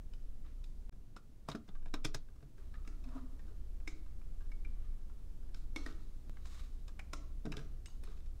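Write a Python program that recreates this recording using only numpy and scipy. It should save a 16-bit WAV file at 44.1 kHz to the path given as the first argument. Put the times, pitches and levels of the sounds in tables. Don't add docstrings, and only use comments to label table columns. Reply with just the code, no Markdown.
import sys
import numpy as np
from scipy import signal
from scipy.fft import rfft, irfft, next_fast_len
from scipy.io import wavfile
from scipy.ndimage import uniform_filter1d, map_coordinates

SR = 44100
rng = np.random.default_rng(int(sys.argv[2]) if len(sys.argv) > 2 else 0)


def volts(x):
    e = np.asarray(x, float) / 20
    return 10 ** e


def waveform_to_disk(signal):
    frames = np.transpose(np.atleast_2d(signal))
    scaled = np.clip(frames, -1, 1) * 32767
    samples = np.round(scaled).astype(np.int16)
    wavfile.write(sys.argv[1], SR, samples)


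N = 370440

# time in seconds, peak in dB, main ring in Hz,
# ring strength over the crack as a ratio, hardness in dB.
HEAD_SNAPS = [(0.136, -53.5, 3050, 0.81, 2), (0.6413, -51.5, 3750, 1.5, 31), (1.1648, -47.5, 1300, 2.9, 5),
              (1.1725, -61, 5330, 1.5, -2), (1.487, -31, 1070, 5.3, -4), (1.4994, -42.5, 5470, 1.7, -4),
              (1.5165, -39, 3800, 2.5, -20), (1.5504, -41.5, 1440, 1.7, -11), (1.555, -49, 4900, 1.6, 1),
              (1.688, -53, 3500, 2.2, -36), (1.7527, -54.5, 1780, 0.32, -21),
              (1.8585, -49, 1000, 1.6, -11.5), (1.9405, -33, 3780, 0.68, -11),
              (2.0483, -30.5, 2470, 0.4, 5), (2.146, -31, 5530, 0.43, 1.5)]
LEVER_SNAPS = [(2.7417, -51, 1730, 1.3, -15), (2.7554, -56.5, 1860, 2.1, -18),
               (2.876, -46.5, 2270, 0.5, -4), (3.041, -56.5, 2510, 1.2, 8), (3.1786, -53.5, 1280, 2.4, -24),
               (3.8734, -64, 2300, 4.5, -4), (3.8766, -35, 2267, 2.8, 10), (4.5183, -50.5, 2240, 3.9, -2),
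               (4.6497, -49.5, 2352, 6.8, -8), (5.5455, -48, 5180, 1.5, -5), (5.7614, -31.5, 2205, 1.3, 1),
               (5.8629, -38.5, 1885, 2.4, -2), (5.9255, -53, 1320, 0.44, 6)]
HAT_SNAPS = [(6.3711, -53.5, 2080, 1.2, -24), (6.456, -51.5, 1280, 0.69, -20),
             (6.8812, -49.5, 1190, 0.9, 12), (6.994, -42, 2275, 6, 3), (7.1336, -32, 1300, 1.25, -1),
             (7.455, -45.5, 1350, 0.19, -2), (7.5211, -41, 2670, 1.3, -3), (7.5263, -41, 2600, 2.1, -22),
             (7.5394, -44.5, 1300, 1, -18), (7.569, -38, 3720, 0.91, 8), (7.5788, -46, 1740, 0.61, -12),
             (7.5921, -45.5, 1670, 0.43, -11), (7.859, -46, 2900, 1.3, 27), (8.037, -46.5, 9000, 1.8, -3),
             (8.074, -55, 1340, 0.34, -19)]
# time in seconds, peak in dB, main ring in Hz.
TICKS = [(0.45, -66, 1340), (0.485, -70, 1090), (0.9248, -61, 1330), (1.6795, -59, 5560),
         (1.826, -63, 1000), (1.8814, -61.5, 3590), (2.2858, -61, 1600), (2.359, -64, 1300),
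         (2.4064, -67, 1680), (2.4273, -61, 1270), (2.582, -56.5, 1590), (2.8496, -55.5, 1300),
         (2.9265, -62, 1620), (3.089, -58, 1400), (3.3932, -55, 1830), (3.4812, -58.5, 1570),
         (3.8023, -60.5, 2560), (4.0622, -61.5, 1300), (4.2159, -60, 2410), (4.408, -60, 1620),
         (5.098, -60, 1380), (5.4308, -65, 1300), (5.4918, -61, 1780), (6.891, -56.5, 1220),
         (7.4623, -48, 1630), (7.8828, -57.5, 6640), (8.1195, -58, 1190)]
# time in seconds, peak in dB, main ring in Hz.
PEELS = [
    (8.0514, -60, 4280),
    (8.0874, -58, 3950),
    (8.1755, -61, 4040),
    (8.205, -60, 4100),
    (8.2604, -62, 3270),
    (8.311, -70, 3680),
]
CONTACT_S = [0.0031, 0.0038, 0.003, 0.0029]
RING_T60_S = [.016, .011, .03, .014]
# frequency in Hz, level in dB, t60 in seconds.
FIGURE_MODES = [(954, 14, 0.0013), (1270, -8, 0.015), (1620, -5, 0.037), (1730, -37, 0.0054),
                (2300, -2.5, 0.0038), (2570, 1.5, 0.0083), (3694, 6, 0.0097), (5133, 6.5, 0.0099),
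                (6140, -9, .008), (7000, -2.5, 0.0026)]
# time in seconds, peak in dB, mode in Hz, t60 in seconds.
THUDS = [(1.16, -51.5, 209, 0.043), (1.484, -37.5, 145.4, 0.11), (1.546, -30.5, 228, 0.063),
         (1.682, -46.5, 191, 0.064), (1.854, -51, 156, 0.056), (1.937, -30, 264, 0.041),
         (1.939, -45, 795, 0.043), (2.047, -30, 133, 0.042), (2.145, -38.5, 132, 0.069),
         (2.425, -48.5, 134, 0.17), (2.874, -49.5, 304, 0.052), (3.873, -47, 316, 0.15),
         (4.647, -53, 122, 0.1), (5.758, -37.5, 304, 0.058), (5.862, -38.5, 330, 0.042),
         (7.128, -48.5, 294, 0.077), (7.449, -34.5, 225, 0.068), (7.465, -31.5, 144, 0.074),
         (7.521, -54, 156, 0.059), (7.566, -36, 137, 0.064), (7.596, -46, 134, 0.08),
         (8.028, -52, 347, 0.066), (8.075, -56.5, 420, 0.13)]
# frequency in Hz, level in dB, t60 in seconds.
WOOD_MODES = [(290, -6, .08), (415, -8, .07), (660, -12, .04)]
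# frequency in Hz, level in dB, t60 in seconds.
HAT_MODES = [(2910, -68, 0.24), (6550, -68, 0.26), (8250, -62, 0.089)]
# peak time in seconds, level
# in dB, brightness in dB, swell in seconds per 20 dB, fade in seconds per 20 dB.
SLIDES = [(0.468, -63.5, -15, 0.035, 0.087), (1.169, -63, -3, 0.0088, 0.029), (1.52, -57.5, 0, 0.047, 0.08),
          (2.58, -75, -15, .012, 0.51), (2.75, -61, -12, .012, 0.032), (2.77, -93, -17, .03, 0.55),
          (3.04, -76, -14, .018, 0.46), (3.186, -74, 9, 0.21, .04), (3.49, -87, 13, .6, 0.093),
          (4.42, -78, -4, .17, .3), (4.67, -78, -25, .15, 0.59), (4.85, -73, -15, 0.13, 0.26),
          (5.562, -71.5, 14, .006, 0.11), (5.782, -72, 14, .01, 0.42), (5.868, -58, -9, 0.021, 0.046),
          (5.89, -64, -17, .03, 0.14), (6.455, -69.5, 13, 0.0075, 0.35), (6.6, -63.5, 3.5, 0.34, 0.15),
          (7.6, -64, 2, .06, 0.11), (7.872, -84.5, 21, .008, 0.35), (8.044, -67.5, 2, 0.018, .28)]
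# frequency in Hz, width in Hz, level in dB.
SCRAPE_MODES = [(1188, 120, 1), (2300, 60, 0), (3840, 400, -7), (5670, 120, -7), (6400, 1000, -27),
                (9000, 1400, -3.5)]
# peak time in seconds, level in dB, pitch in Hz,
# swell in seconds per 20 dB, fade in seconds per 20 dB.
JUDDER = [
    (2.6, -61, 400, .03, .04),
    (3.079, -48, 248.5, 0.035, .044),
    (3.16, -38.5, 255.8, 0.017, .05),
    (3.235, -52.5, 252, .06, 0.09),
    (3.335, -55.5, 259, .06, .05),
    (3.485, -56, 313.7, 0.018, .03),
    (3.515, -58, 408, 0.017, .04),
]
# time in seconds, level in dB.
DRAUGHT = [(0.0, -50.5), (0.3, -41), (1.59, -58.5), (1.78, -48), (2.17, -38), (2.39, -51), (2.81, -47),
           (4.89, -40), (4.96, -40), (5.15, -46.5), (5.59, -40.5), (7.0, -49), (8.07, -44), (8.4, -43)]
# low tone in dB, upper tone in dB.
FAN_DB = [(-46, -63.5), (-65, -78.5), (-46, -55), (-47.5, -54)]
SHAFT_HZ = [27.45, 58.7]
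# frequency in Hz, density in dB per Hz.
AIR_SPECTRUM = [(20, -22.5), (33, -8.5), (42, -14.5), (55, -13.5), (75, -19.5), (115, -23), (167, -30.5),
                (243, -30.5), (556, -44), (850, -50), (1070, -52), (2260, -57.5), (6490, -59.5),
                (16000, -65.5)]
AIR_DB = [-54.5, -56.5, -53.5, -54]
# frequency in Hz, t60 in seconds.
ROOM_T60 = [(200, 0.56), (1200, 0.48), (4000, 0.47), (12000, 0.095)]
# frequency in Hz, strength in dB.
WET = [(150, -6), (700, -8), (1000, -19.5), (1270, -5.5), (1600, -21), (3500, -18.5), (7000, -11),
       (12000, -19)]
ECHO_DB = [2, 2, 4, 0.5]
ECHO_LASTS = [1.6, 0.4, 0.97, 1.07]
# time in seconds, waveform jump in full scale.
CUTS = [
    (0.895, 0.0066),
    (2.573, -0.00025),
    (6.2965, -0.0085),
]


def unit(x):
    return x / np.sqrt(np.mean(x ** 2) + 1e-20)


def peak(x):
    return x / np.abs(x).max()


def add(out, s, sound):
    out[round(s * SR):][:len(sound)] += sound


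def along(points, hz):
    f, v = np.transpose(points)
    return np.interp(np.log(hz + 1), np.log(f + 1), v)


def curve(s, values):
    return np.interp(np.arange(N) / SR, s, values)


def wobble(rate_hz):
    knots = rng.standard_normal(int(N * rate_hz / SR) + 4)
    return map_coordinates(knots, [np.arange(N) * rate_hz / SR])


def bump_db(peak_s, db, swell_s, fade_s, hold_s=0):
    t = np.arange(N) / SR - peak_s
    return db - 20 * np.maximum(np.maximum(-t / swell_s, (t - hold_s) / fade_s), 0)


def tone(hz):
    return np.sin(2 * np.pi * np.cumsum(hz) / SR)


def filtered(x, response):
    m = next_fast_len(len(x) + SR // 2)
    return irfft(rfft(x, m) * response(np.fft.rfftfreq(m, 1 / SR)), m)[:len(x)]


def resonant(modes):
    def response(f):
        return sum((-1) ** k * volts(db) * 1j * f * w / (c * c - f * f + 1j * f * w)
                   for k, (c, w, db) in enumerate(modes))
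    return response


def ring(hz, t60, t):
    return volts(-60 * t / t60) * np.sin(2 * np.pi * hz * t)


def shot(s):
    return np.searchsorted(np.transpose(CUTS)[0], s)


def room(x, tail, s):
    hz, t, z = signal.stft(tail, SR, nperseg=256)
    decay_db = 60 * t / along(ROOM_T60, hz)[:, None] / ECHO_LASTS[shot(s)]
    shape = volts(ECHO_DB[shot(s)] + along(WET, hz)[:, None] - decay_db)
    echo = signal.istft(z * shape, SR, nperseg=256)[1][:len(tail)] * np.sqrt(14 / (0.3 * SR))
    first_echo_s = 0.0044
    return signal.fftconvolve(x, np.pad(echo, (round(first_echo_s * SR), 0)))


def reach_db(hz, hard_db):
    tilt = hard_db * np.clip(np.log2((hz + 1) / 1700), 0, 1)
    dulling = 0.99 * min(hard_db + 1, 0) * np.clip(np.log2((hz + 1) / 6000), 0, 2)
    return tilt + dulling


def stud_slips(grit, t, lead_s, contact_s):
    u = np.maximum(t - lead_s, 0) / contact_s
    lead_in = 0.15 * np.exp((t - lead_s) / 0.0024) * (t < lead_s + 0.001)
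    rattle = (1 - np.exp(-u / 0.22)) ** 2 * (np.exp(-u) + 0.14 * np.exp(-u / 4))
    return grit * np.abs(grit) * (lead_in + rattle)


def bricks():
    out, t = np.zeros(N + SR), np.arange(round(0.1 * SR)) / SR
    lead_s = 0.012
    ring_top_hz = 2400
    ticks = [(*row, 0.74, -14.5) for row in TICKS]
    peels = [(*row, 0.6, 2) for row in PEELS]
    for s, db, ring_hz, strength, hard_db in HEAD_SNAPS + LEVER_SNAPS + HAT_SNAPS + ticks + peels:
        grit, tail = rng.standard_normal(len(t)), rng.standard_normal(SR // 3)
        levels, pitches = rng.standard_normal((2, len(FIGURE_MODES)))
        slips = stud_slips(grit, t, lead_s, CONTACT_S[shot(s)])

        def crack_response(hz):
            low_cut = (1j * hz / 780 / (1 + 1j * hz / 780)) ** 2
            return volts(reach_db(hz, hard_db)) * low_cut / (1 + 1j * hz / 9000) ** 4.63

        crack = peak(filtered(slips, crack_response))
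        high = min(ring_top_hz / ring_hz, 1)
        main_mode = ring(ring_hz, RING_T60_S[shot(s)] * high ** 2, t)
        main = strength * peak(signal.fftconvolve(slips, main_mode)[:len(t)])
        modes = sum(volts(mode_db + reach_db(hz, hard_db) + 2.5 * more) * ring(hz * (1 + 0.02 * pitch), t60, t)
                    for (hz, mode_db, t60), more, pitch in zip(FIGURE_MODES, levels, pitches))
        lesser = 1.72 * peak(signal.fftconvolve(slips, modes)[:len(t)])
        snap = crack + main + lesser
        gain = volts(db + 2.0) / np.abs(snap).max()
        to_walls = crack + 0.3 * high ** 3 * main
        start_s = s - lead_s - 0.001
        add(out, start_s, gain * snap)
        add(out, start_s, room(4.0 * gain * to_walls, tail, s))
    return out[:N]


def table():
    out, t = np.zeros(N + SR), np.arange(SR // 5) / SR
    for s, db, hz, t60 in THUDS:
        levels, tail = rng.standard_normal(len(WOOD_MODES)), rng.standard_normal(SR // 3)
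        board = sum(volts(mode_db + 2 * more) * ring(f, decay, t)
                    for (f, mode_db, decay), more in zip(WOOD_MODES, levels))
        thud = volts(db + 0.5) * (1 - np.exp(-t / 0.0024)) * (ring(hz, t60, t) + board)
        add(out, s + 0.002, thud)
        add(out, s + 0.0012, room(thud, tail, s))
    return out[:N]


def hat_plate():
    out, t = np.zeros(N + SR), np.arange(SR // 3) / SR
    flick_s = 7.859
    add(out, flick_s, sum(volts(db) * ring(hz, t60, t) for hz, db, t60 in HAT_MODES))
    return out[:N] * volts(6.7 * wobble(150))


def sliding():
    def dull_response(hz):
        return (hz / 700) ** 2 / (1 + (hz / 700) ** 2) / (1 + (hz / 3000) ** 4)

    def sharp_response(hz):
        return 1 / (1 + (3000 / (hz + 1)) ** 4) / np.sqrt(1 + (hz / 8000) ** 6.0)

    grains = rng.standard_normal(N) * volts(1.8 * wobble(45) + 1.5 * wobble(300))
    rub = filtered(grains, lambda hz: resonant(SCRAPE_MODES)(hz) + volts(-8.5))
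    dull, sharp = unit(filtered(rub, dull_response)), unit(filtered(rub, sharp_response))
    out = np.zeros(N)
    for s, db, bright_db, swell_s, fade_s in SLIDES:
        out += volts(bump_db(s, db, swell_s, fade_s) - 5.0) * (dull + volts(bright_db - 7.5) * sharp)
    return out


def judder():
    level_db = np.max([bump_db(s, db, swell_s, fade_s) for s, db, _, swell_s, fade_s in JUDDER], axis=0)
    hz = curve([row[0] for row in JUDDER], [row[2] for row in JUDDER])
    throb = volts(level_db + 2.5 * wobble(40)) * tone(hz * (1 + 0.035 * wobble(70)))
    grains = rng.standard_normal(N) * volts(1.3 * wobble(120))
    base_modes = [(330, 49, 4.0), (664, 65, 2.5), (1000, 170, -0.5), (1300, 320, -3)]  # Hz, width Hz, dB
    rub = unit(filtered(grains, resonant(base_modes)))
    pressure = np.sqrt(np.abs(uniform_filter1d(volts(2 * level_db), size=3500)))
    return throb + volts(-14.5) * pressure * rub


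def stand():
    sway_db = bump_db(1.741, -36.5, swell_s=0.068, fade_s=0.27, hold_s=0.39)
    sway_hz = 16.1 * (1 + 0.0627 * wobble(3.6))
    sway = volts(sway_db) * tone(sway_hz)
    drift_db = curve(*np.transpose(DRAUGHT)) + 0.5
    drift = volts(drift_db) * tone(12 * volts(3.6 * wobble(5.9)))
    still = np.clip((-55 - uniform_filter1d(sway_db, 2000)) / 15, 0, 1)
    return np.sqrt(2) * (sway + drift * still)


def hum():
    by_sample = np.array(FAN_DB, float)[shot(np.arange(N) / SR)].T
    levels_db = uniform_filter1d(by_sample, size=200, axis=1)
    drift = 1 + 0.006 * wobble(3)
    return np.sqrt(2) * sum(volts(db + 2.66 * wobble(4)) * tone(hz * drift)
                            for db, hz in zip(levels_db, SHAFT_HZ))


def air():
    noise = unit(filtered(rng.standard_normal(N), lambda hz: volts(along(AIR_SPECTRUM, hz))))
    return volts(np.array(AIR_DB)[shot(np.arange(N) / SR)] + 0.23 * wobble(3.3)) * noise


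def scene():
    handled = bricks() + table() + hat_plate() + sliding() + judder()
    return (handled + stand() + hum() + air())[None]


def top_cut(x):
    return signal.sosfilt(signal.butter(12, 16410, fs=SR, output="sos"), x)


def record(dry):
    t = np.arange(N) / SR
    since_s = t - CUTS[0][0]
    fade_in = np.clip((since_s - 0.012) / 0.02, 0, 1) ** 2
    x = dry[0] * np.where(since_s < 0, 1, fade_in)
    x += (-0.01 - x[0]) * np.exp(-t / 0.021)
    for s, jump in CUTS:
        k = int(s * SR) + 1
        x[:k] += (x[k] - x[k - 1] - jump) * np.exp((t[:k] - s) / 0.017)
    top_hz = 15750
    mix = filtered(x, lambda hz: hz < top_hz)[None]
    return top_cut(mix)


dry = scene()
out = record(dry)
waveform_to_disk(out)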